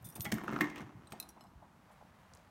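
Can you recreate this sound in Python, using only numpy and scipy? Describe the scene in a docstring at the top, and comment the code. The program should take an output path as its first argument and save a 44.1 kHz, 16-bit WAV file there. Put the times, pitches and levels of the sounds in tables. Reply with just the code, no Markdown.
"""In a tiled entrance, close by, a metal door is opened: keys swing from its lock, the lever grinds, the latch hits.
A few more clinks follow, then soft steps and the rustle of a canvas bag, over a quiet outdoor background.
Blows and clinks are coloured noise bursts plus dying modes; rubbing and jingling are dense random impulses.
Scuffs, thuds, cloth and air are shaped noise; sparse reflections add the room to keys, lock, spring and movement."""
import sys
import numpy as np
from scipy import signal
from scipy.fft import rfft, irfft
from scipy.io import wavfile
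from scipy.ndimage import uniform_filter1d

SR = 44100
rng = np.random.default_rng(int(sys.argv[2]) if len(sys.argv) > 2 else 0)


def to_wav(s):
    """Save 16-bit WAV."""
    ch = np.atleast_2d(s).T  # columns
    pcm = np.round(np.clip(ch, -1, 1) * 32767)  # PCM
    wavfile.write(sys.argv[1], SR, pcm.astype(np.int16))


N = 110250

STRIKE_S = 0.018  # the first impact stands out in contacts shorter than this


def amp(db):
    """Level in dB to amplitude."""
    return 10 ** (np.asarray(db) / 20)


def evened(x):
    """Scale to unit RMS."""
    return x / np.sqrt(np.mean(x ** 2) + 1e-20)


def read(points, hz):
    """Interpolate a (frequency, value) table on a log frequency axis."""
    f, value = np.transpose(points)
    return np.interp(np.log(hz + 0.00092), np.log(f), value)


def gain_over_time(points):
    """Amplitude envelope from a (time, level) table."""
    return amp(np.interp(np.arange(N) / SR, *np.transpose(points)))


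def add(mix, s, sound):
    """Add a sound to the mix at s seconds."""
    part = mix[max(round(s * SR), 0):][:len(sound)]
    part += sound[:len(part)]


def colour(x, db_at, size=4096):
    """Causal minimum-phase filter with the gain db_at(Hz)."""
    log_gain = np.log(amp(np.maximum(db_at(abs(np.fft.fftfreq(size, 1 / SR))), -90)))
    taps = np.fft.ifft(np.exp(np.conj(signal.hilbert(log_gain)))).real
    return signal.fftconvolve(x, taps[:size // 2])[:len(x)]


def impulses(per_s, spread_db, max_spreads):
    """Random-sign impulses at random times, with exponentially spread levels."""
    signs = rng.choice([-1., 1.], N) * (rng.random(N) < per_s / SR)
    return signs * amp(spread_db * np.minimum(rng.exponential(1, N), max_spreads))


def contact(length, db_at, rise=.1, strike=0):
    """A first impact and a decaying burst of tiny collisions, evened so that no band drops out."""
    level_window_s = .01  # 0 dB: the energy of unit RMS over this window
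    t = np.arange(SR // 3) / SR
    shape = (1 - np.exp(-t / (rise * length))) * amp(-30 * t / length)
    burst = rng.standard_normal(len(t)) * shape
    for _ in range(2):
        flat = irfft(np.exp(1j * np.angle(rfft(burst))), len(t))
        burst = flat * np.sqrt(shape)
    burst[np.argmax(shape) // 2] += strike * np.linalg.norm(burst)
    burst = colour(burst, db_at)
    return burst * np.sqrt(level_window_s * SR / np.sum(burst ** 2))


def ring(modes, rise_s):
    """Exponentially dying modes, struck at a slightly different spot each time."""
    strike_spot_db = .8
    t = np.arange(SR // 2) / SR
    x = np.zeros(len(t))
    for hz, db, t60 in modes:
        decay = amp(db + strike_spot_db * rng.standard_normal() - 60 * t / t60)
        x += decay * np.sin(2 * np.pi * (hz * t + rng.random()))
    return x * (1 - np.exp(-t / rise_s))


def lock():
    """Lever and latch catch and strike: a clack and a snap, with the lock case and door panel ringing."""
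    # blows: (time [s], contact length [s], clack centre [Hz], clack, snap, panel, case level [dB])
    blows = [(0.159, 0.027, 860, -56, -56, -48, -55.5), (0.18, 0.008, 724, -52, -85, -45, -68),
             (0.251, .025, 1380, -46, -46, -63, -55), (0.258, 0.029, 2030, -46, -53.5, -37, -50),
             (0.3179, 0.0072, 1730, -47, -47.5, -68, -71), (0.3214, 0.013, 1890, -40.5, -40, -37.5, -44),
             (.328, 0.013, 750, -56, -75, -28.5, -41.5), (0.383, 0.0039, 1360, -45.5, -62, -54, -44.5),
             (0.443, 0.0057, 1250, -50, -73, -57, -57), (.480, 0.0052, 1260, -37.5, -62.5, -41.5, -53),
             (.490, 0.0087, 2430, -57, -75, -39.5, -56), (0.511, 0.02, 1500, -51, -70, -68, -61),
             (0.524, 0.015, 1300, -42.5, -63, -35.5, -49), (0.532, 0.0093, 1560, -51, -61, -44, -44.5),
             (.5605, 0.02, 1345, -37.5, -62, -36.5, -76), (.589, 0.0029, 1360, -42.5, -66, -67, -62),
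             (.6087, 0.011, 1825, -29, -45.5, -34.5, -27), (0.6112, 0.032, 920, -47, -44, -36.5, -46),
             (.643, .008, 1850, -44.5, -59, -68, -67), (0.698, 0.024, 1890, -64, -58.5, -69, -72),
             (0.757, 0.028, 2470, -51, -59.5, -60, -63), (0.777, 0.045, 2650, -55, -59, -59, -49),
             (0.805, .02, 1620, -55.5, -61.5, -43, -51.5), (1.1206, .016, 1320, -53.5, -52, -47.5, -57),
             (1.128, 0.064, 760, -48, -68, -51, -59)]
    # clack spectrum: (multiple of the centre [1], level [dB])
    clack = [(.1, -17.5), (.25, -7), (.55, -5), (.8, -3), (1, 6), (1.22, -2.5), (1.55, -16.5), (3, -26.5),
             (8, -61)]
    # snap spectrum: (frequency [Hz], level [dB])
    snap = [(800, -1), (2000, -11), (2300, 0.5), (2560, -1.5), (2900, 0), (3220, 0.5), (3900, -4),
            (4640, -4), (4950, -9.5), (5500, -3.5), (6900, -4.5), (7460, -8.5), (8900, -11), (10500, -21),
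            (16000, -10)]
    # latch bolt modes: (frequency [Hz], level [dB], t60 [s])
    bolt = [(1710, 0, 0.025), (2550, 0.5, 0.038), (3306, -3, 0.023), (4630, -10, .03), (5380, -15, 0.06),
            (7550, -8, 0.031), (8300, -4, .025), (9100, -10, .03)]
    # door panel modes: (frequency [Hz], level [dB], t60 [s])
    panel = [(118, -13, .16), (135, -5, .18), (172, -6, .12), (211, 0, .12), (268, -8, .13),
             (374, -10, .14), (686, -15, .1), (790, -17, .1)]
    # lock case modes: (frequency [Hz], level before softening [dB], t60 [s])
    case = [(301, 0, .22), (355, -9, .2), (1098, -13, .28), (1177, -16, .2), (1305, -16, .16),
            (1501, -17, .18), (1612, -18, .18), (1805, -11, .14), (1843, -7, .13), (2012, -11, .11),
            (2137, -5, .14), (2445, -11, .09)]
    bolt_re_snap_db, strike_db = -1, -1.5
    # case modes above this multiple of the clack centre are excited less
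    case_reach, soft_db_per_octave = 1.4, 14
    out = np.zeros(N)
    for s, length, hz, clack_db, snap_db, panel_db, case_db in blows:
        strike = amp(strike_db) / (1 + (length / STRIKE_S) ** 2)
        softened = []
        for f, db, t60 in case:
            octaves_above = max(np.log2(f / hz / case_reach), 0)
            softened.append((f, db - soft_db_per_octave * octaves_above, t60))
        add(out, s, amp(clack_db) * contact(length, lambda f: read(clack, f / hz), rise=0.096, strike=strike))
        add(out, s, amp(snap_db) * contact(length, lambda f: read(snap, f), rise=0.065, strike=strike))
        add(out, s, amp(snap_db + bolt_re_snap_db) * ring(bolt, rise_s=0.00055))
        add(out, s, amp(panel_db) * ring(panel, rise_s=0.0021))
        add(out, s, amp(case_db) * ring(softened, rise_s=.0002))
    return out


def spring():
    """The return spring's modes ring briefly as the lever takes up its slack."""
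    # spring modes: (frequency [Hz], level [dB], t60 [s])
    modes = [(648, -11, .12), (820, -4, 0.13), (1400, 0, 0.057), (1987, -1, 0.078), (2130, -6, 0.059),
             (2190, -2, .09), (3314, -6, 0.068)]
    # twangs: (time [s], level [dB])
    twangs = [(.254, -41), (.263, -43)]
    out = np.zeros(N)
    for s, db in twangs:
        add(out, s, amp(db) * ring(modes, rise_s=0.0015))
    return out


def rubbing():
    """Lever and hinges rub: dense small slips of metal, heard through the door."""
    # rubbing level: (time [s], level [dB])
    rub = [(0, -72), (.2, -58.5), (.3, -54), (.42, -50.5), (.5, -42.5), (.6, -43.5), (.68, -47), (.73, -55),
           (.8, -47.5), (.86, -57.5), (.95, -61), (1.2, -62.5), (1.35, -65.5), (2.5, -88)]
    # rubbing spectrum: (frequency [Hz], level [dB])
    spectrum = [(60, -13), (150, -4.5), (320, 6), (480, -8), (1100, -3.5), (2150, -19), (2800, -20),
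                (4800, -33), (6200, -28.5), (10000, -48.5), (16000, -65)]
    slips = impulses(per_s=900, spread_db=4, max_spreads=4)
    return evened(colour(slips, lambda f: read(spectrum, f))) * gain_over_time(rub)


def tick_spectrum_db(f, tilt_db_per_octave):
    """Bright spectrum of key contacts, tilted about 8 kHz; the tilt stops below 2 kHz."""
    # tick spectrum before tilt: (frequency [Hz], level [dB])
    tick = [(1000, -53), (2200, -22.5), (3500, -8.5), (4900, -8.5), (5800, -1.5), (7500, -4), (9200, 3),
            (10400, -3.5), (11600, 6), (12500, -3.5), (14000, 6), (15000, -18), (16000, 4.5)]
    return read(tick, f) + tilt_db_per_octave * np.log2(np.maximum(f, 2000) / 8000)


def jingle():
    """Keys slide over one another while the bunch swings: coloured random collisions."""
    # jingle level: (time [s], level [dB])
    level = [(0, -87), (.04, -55), (.07, -57), (.135, -65), (.165, -48), (.19, -69), (.24, -52), (.3, -69),
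             (.36, -73), (.41, -75), (.54, -66), (.65, -67), (.73, -86), (.78, -71), (.85, -86),
             (2.5, -110)]
    collisions = impulses(per_s=350, spread_db=4, max_spreads=3)
    return evened(colour(collisions, lambda f: tick_spectrum_db(f, 3))) * gain_over_time(level)


def shiver(x, count=70):
    """Contacts set many close, quickly dying modes of the bunch ringing."""
    t60_s, shiver_db = 0.052, -9.5
    mode_hz = 3000 + 12000 * (np.arange(count) + rng.random(count)) / count
    body = ring([(hz, 0, t60_s) for hz in mode_hz], rise_s=.0002)
    return x + amp(shiver_db) * signal.fftconvolve(x, body / np.linalg.norm(body))[:N]


def keys():
    """Each clink is a bright tick and the ring of one piece; tiny collisions jingle in between."""
    # ringing pieces of the bunch, by name: (frequency [Hz], level [dB], t60 [s])
    pieces = { "long": [(3620, -30, .2), (5426, -26, .07), (9281, -14, .13), (13850, 0, .125),
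              (14150, -11, .18)], "flat": [(3560, -3.5, 0.073), (5071, -8.5, 0.095), (5830, -21.5, 0.26),
              (8520, -6, 0.087), (9230, 7, 0.054), (11480, -6, .06), (13500, -9, .08), (14160, -21, .07)],
              "ring": [(2590, -1.5, 0.024), (3720, -6.5, 0.066), (4070, 3.5, 0.066), (5200, -11, .06),
              (8550, -33, .1), (9900, -5, 0.062), (9000, -26, 0.17), (11200, -8, 0.067),
              (14000, -17, 0.071)], "short": [(5710, 3.5, 0.045), (6670, -22, 0.11), (7790, -11, 0.052),
              (9800, -2.5, 0.095), (13870, -14, .06), (14150, -5, 0.055)], "tag": [(3660, -3.5, 0.019),
              (4010, 1.5, 0.022), (8320, -1, 0.051), (9460, -3, 0.028)], "clip": [(2970, -3.5, 0.087),
              (4110, 1, 0.065), (5240, 3, 0.057), (7740, -5.5, 0.084), (9900, -14, 0.2),
              (11600, -11, 0.17)]}
    # clinks: (time [s], piece, contact length [s], tick level [dB], tick tilt [dB/octave], ring level [dB])
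    clinks = [(0.044, "flat", 0.056, -48.5, 4, -53), (0.053, "flat", 0.026, -50, 6, -67),
              (0.071, "flat", 0.0074, -69.5, -16, -60), (0.0886, "flat", 0.0024, -47.5, 8, -62),
              (0.1, "flat", 0.012, -50, 9, -59), (0.123, "short", 0.023, -61, 3, -58),
              (0.152, "flat", 0.033, -45, 5, -52.5), (0.199, "long", .004, -48, 12, -61),
              (0.2068, "ring", 0.0063, -42.5, -6.5, -63), (0.217, "long", 0.0068, -50, 0, -36),
              (0.247, "flat", 0.0053, -48, -5, -54), (0.3188, "flat", 0.02, -42, -6.5, -49),
              (.3412, "long", 0.0048, -48, -2, -54), (0.384, "long", 0.0037, -59, 3, -65),
              (0.438, "flat", .01, -58, 8, -71), (.6088, "long", 0.0013, -39, 9, -50),
              (0.693, "flat", 0.0058, -74, -14, -87), (0.759, "clip", 0.0033, -62, 0, -72),
              (0.772, "flat", .004, -62, -20, -97), (.779, "clip", 0.014, -69, -16, -67),
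              (0.788, "flat", 0.0074, -71, 9, -86), (0.817, "clip", 0.003, -65.5, -14, -84),
              (1.072, "tag", 0.006, -76, -6, -57), (1.103, "tag", 0.035, -67.5, -7, -71),
              (1.125, "tag", 0.0049, -54, 6, -54), (1.2005, "ring", 0.0032, -38, 3, -45.5),
              (1.226, "ring", 0.007, -59, -4, -51.5), (1.289, "short", 0.012, -56.5, -4, -55.5),
              (1.304, "short", .005, -67.5, -6, -75), (1.4087, "clip", 0.0022, -68.5, -13, -61),
              (1.439, "tag", .005, -73, -5, -70), (1.468, "clip", .005, -88, 0, -74.5)]
    ticks, rings = np.zeros(N), np.zeros(N)
    for s, piece, length, tick_db, tilt_db, ring_db in clinks:
        strike = 0.79 / (1 + (length / STRIKE_S) ** 2)
        tick = contact(length, lambda f: tick_spectrum_db(f, tilt_db), rise=.12, strike=strike)
        add(ticks, s, amp(tick_db) * tick)
        add(rings, s, amp(ring_db) * ring(pieces[piece], rise_s=0.046 * length))
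    return rings + shiver(ticks + jingle())


def hump_db(f, hz, octaves, depth):
    """Broad band around hz, flat near its centre and falling on both sides."""
    return -depth * np.log10(1 + (np.log2((f + 1) / hz) / octaves) ** 4)


def movement():
    """Shoe scuffs, canvas rustles, soft steps and handling bumps, each a broad band of noise."""
    # scuffs and rustles: (time [s], length [s], centre [Hz], level [dB])
    scuffs = [(1.216, .12, 810, -56.5), (1.36, 0.065, 833, -56), (1.407, 0.021, 890, -59),
              (1.434, .06, 830, -58), (1.612, 0.1, 760, -53.5), (1.897, 0.044, 775, -58),
              (1.908, 0.075, 8900, -72.5), (2.01, 0.017, 720, -58.5), (2.023, 0.014, 690, -56.5),
              (2.3356, 0.0046, 5800, -61.5), (2.349, .008, 8300, -65.5), (2.371, 0.04, 690, -63.5),
              (2.371, 0.0088, 5660, -69.5)]
    # steps and bumps: (time [s], length [s], centre [Hz], level [dB])
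    thuds = [(0, 0.098, 110, -50), (0.038, 0.1, 128, -46.5), (.188, .05, 113, -39), (0.246, 0.044, 80, -53),
             (.33, 0.045, 96, -48), (.815, 0.11, 112, -48.5), (.94, 0.095, 111, -47.5),
             (0.983, 0.055, 185, -53.5), (1.026, 0.079, 95, -57), (1.55, 0.032, 72, -49.5),
             (2.042, 0.029, 191, -61), (2.30, 0.15, 104, -56)]
    out = np.zeros(N)
    for s, length, hz, db in scuffs:
        add(out, s, amp(db) * contact(length, lambda f: hump_db(f, hz, octaves=0.43, depth=14), rise=0.2))
    for s, length, hz, db in thuds:
        add(out, s, amp(db) * contact(length, lambda f: hump_db(f, hz, octaves=0.65, depth=22), rise=0.12))
    return out


def brushing():
    """Clothes and canvas brush softly: coloured noise with widely varying grain levels."""
    # brushing level: (time [s], level [dB])
    brush = [(0, -68), (.8, -66), (.95, -82), (1.05, -70), (1.2, -63), (1.5, -87), (1.8, -72.5),
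             (1.92, -66.5), (2.1, -69), (2.22, -66.5), (2.38, -65), (2.5, -70)]
    # brushing spectrum: (frequency [Hz], level [dB])
    spectrum = [(100, -9.5), (220, -2.5), (330, -10), (600, -1.5), (1000, -2.5), (1800, -7.5), (3200, -16),
                (7000, -26.5), (16000, -29.5)]
    fibres = rng.standard_normal(N) * amp(5.6 * rng.standard_normal(N))
    return evened(colour(fibres, lambda f: read(spectrum, f))) * gain_over_time(brush)


def air():
    """Quiet outdoor background: coloured noise with a slight level drift."""
    # background spectrum: (frequency [Hz], relative density [dB per Hz])
    spectrum = [(20, -36), (45, -4), (90, 1), (130, -4), (175, 1), (240, -5.5), (300, -13.5), (430, -16.5),
                (650, -12), (900, -9.5), (1500, -16), (2500, -25.5), (4500, -30.5), (9000, -34.5),
                (16000, -39.5)]
    air_db, drift_db = -64, 0.2
    drift = evened(uniform_filter1d(uniform_filter1d(rng.standard_normal(N), 3000), 2000))
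    noise = evened(colour(rng.standard_normal(N), lambda f: read(spectrum, f)))
    return amp(air_db + drift_db * drift) * noise


def room(x):
    """Sparse reflections from the door frame and tiles, each band dying at its own speed."""
    # reverberation: (frequency [Hz], t60 [s])
    decay = [(100, 0.55), (300, 0.68), (1000, 0.3), (2200, 0.63), (5000, 0.47), (14000, 0.19)]
    build_s, reflections_per_s = 0.0027, 4000
    taps = rng.choice([-1., 1.], SR) * (rng.random(SR) < reflections_per_s / SR)
    hz, t, bands = signal.stft(taps, SR, nperseg=256)
    tail = signal.istft(bands * amp(-60 * t / read(decay, hz)[:, None]), SR)[1][:SR]
    tail *= 1 - np.exp(-np.arange(SR) / SR / build_s)
    return signal.fftconvolve(x, tail / np.linalg.norm(tail))[:N]


def scene():
    """Sum of all layers; keys and door also feed the room."""
    keys_wet_db, door_wet_db = -18.5, -12.5
    bunch = keys()
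    door = lock() + spring() + movement()
    reflections = room(amp(keys_wet_db) * bunch + amp(door_wet_db) * door)
    return (bunch + door + reflections + rubbing() + brushing() + air())[None]


def record(dry):
    """The microphone's bass roll-off and the recorder's band limit."""
    low_cut_hz, edge_hz = 24, 16000
    thin = signal.sosfilt(signal.butter(2, low_cut_hz, "highpass", fs=SR, output="sos"), dry)
    band_limit = signal.firwin(255, edge_hz, window=("kaiser", 9), fs=SR)
    return signal.oaconvolve(thin, band_limit[None], "same")


dry = scene()
out = record(dry)
to_wav(out)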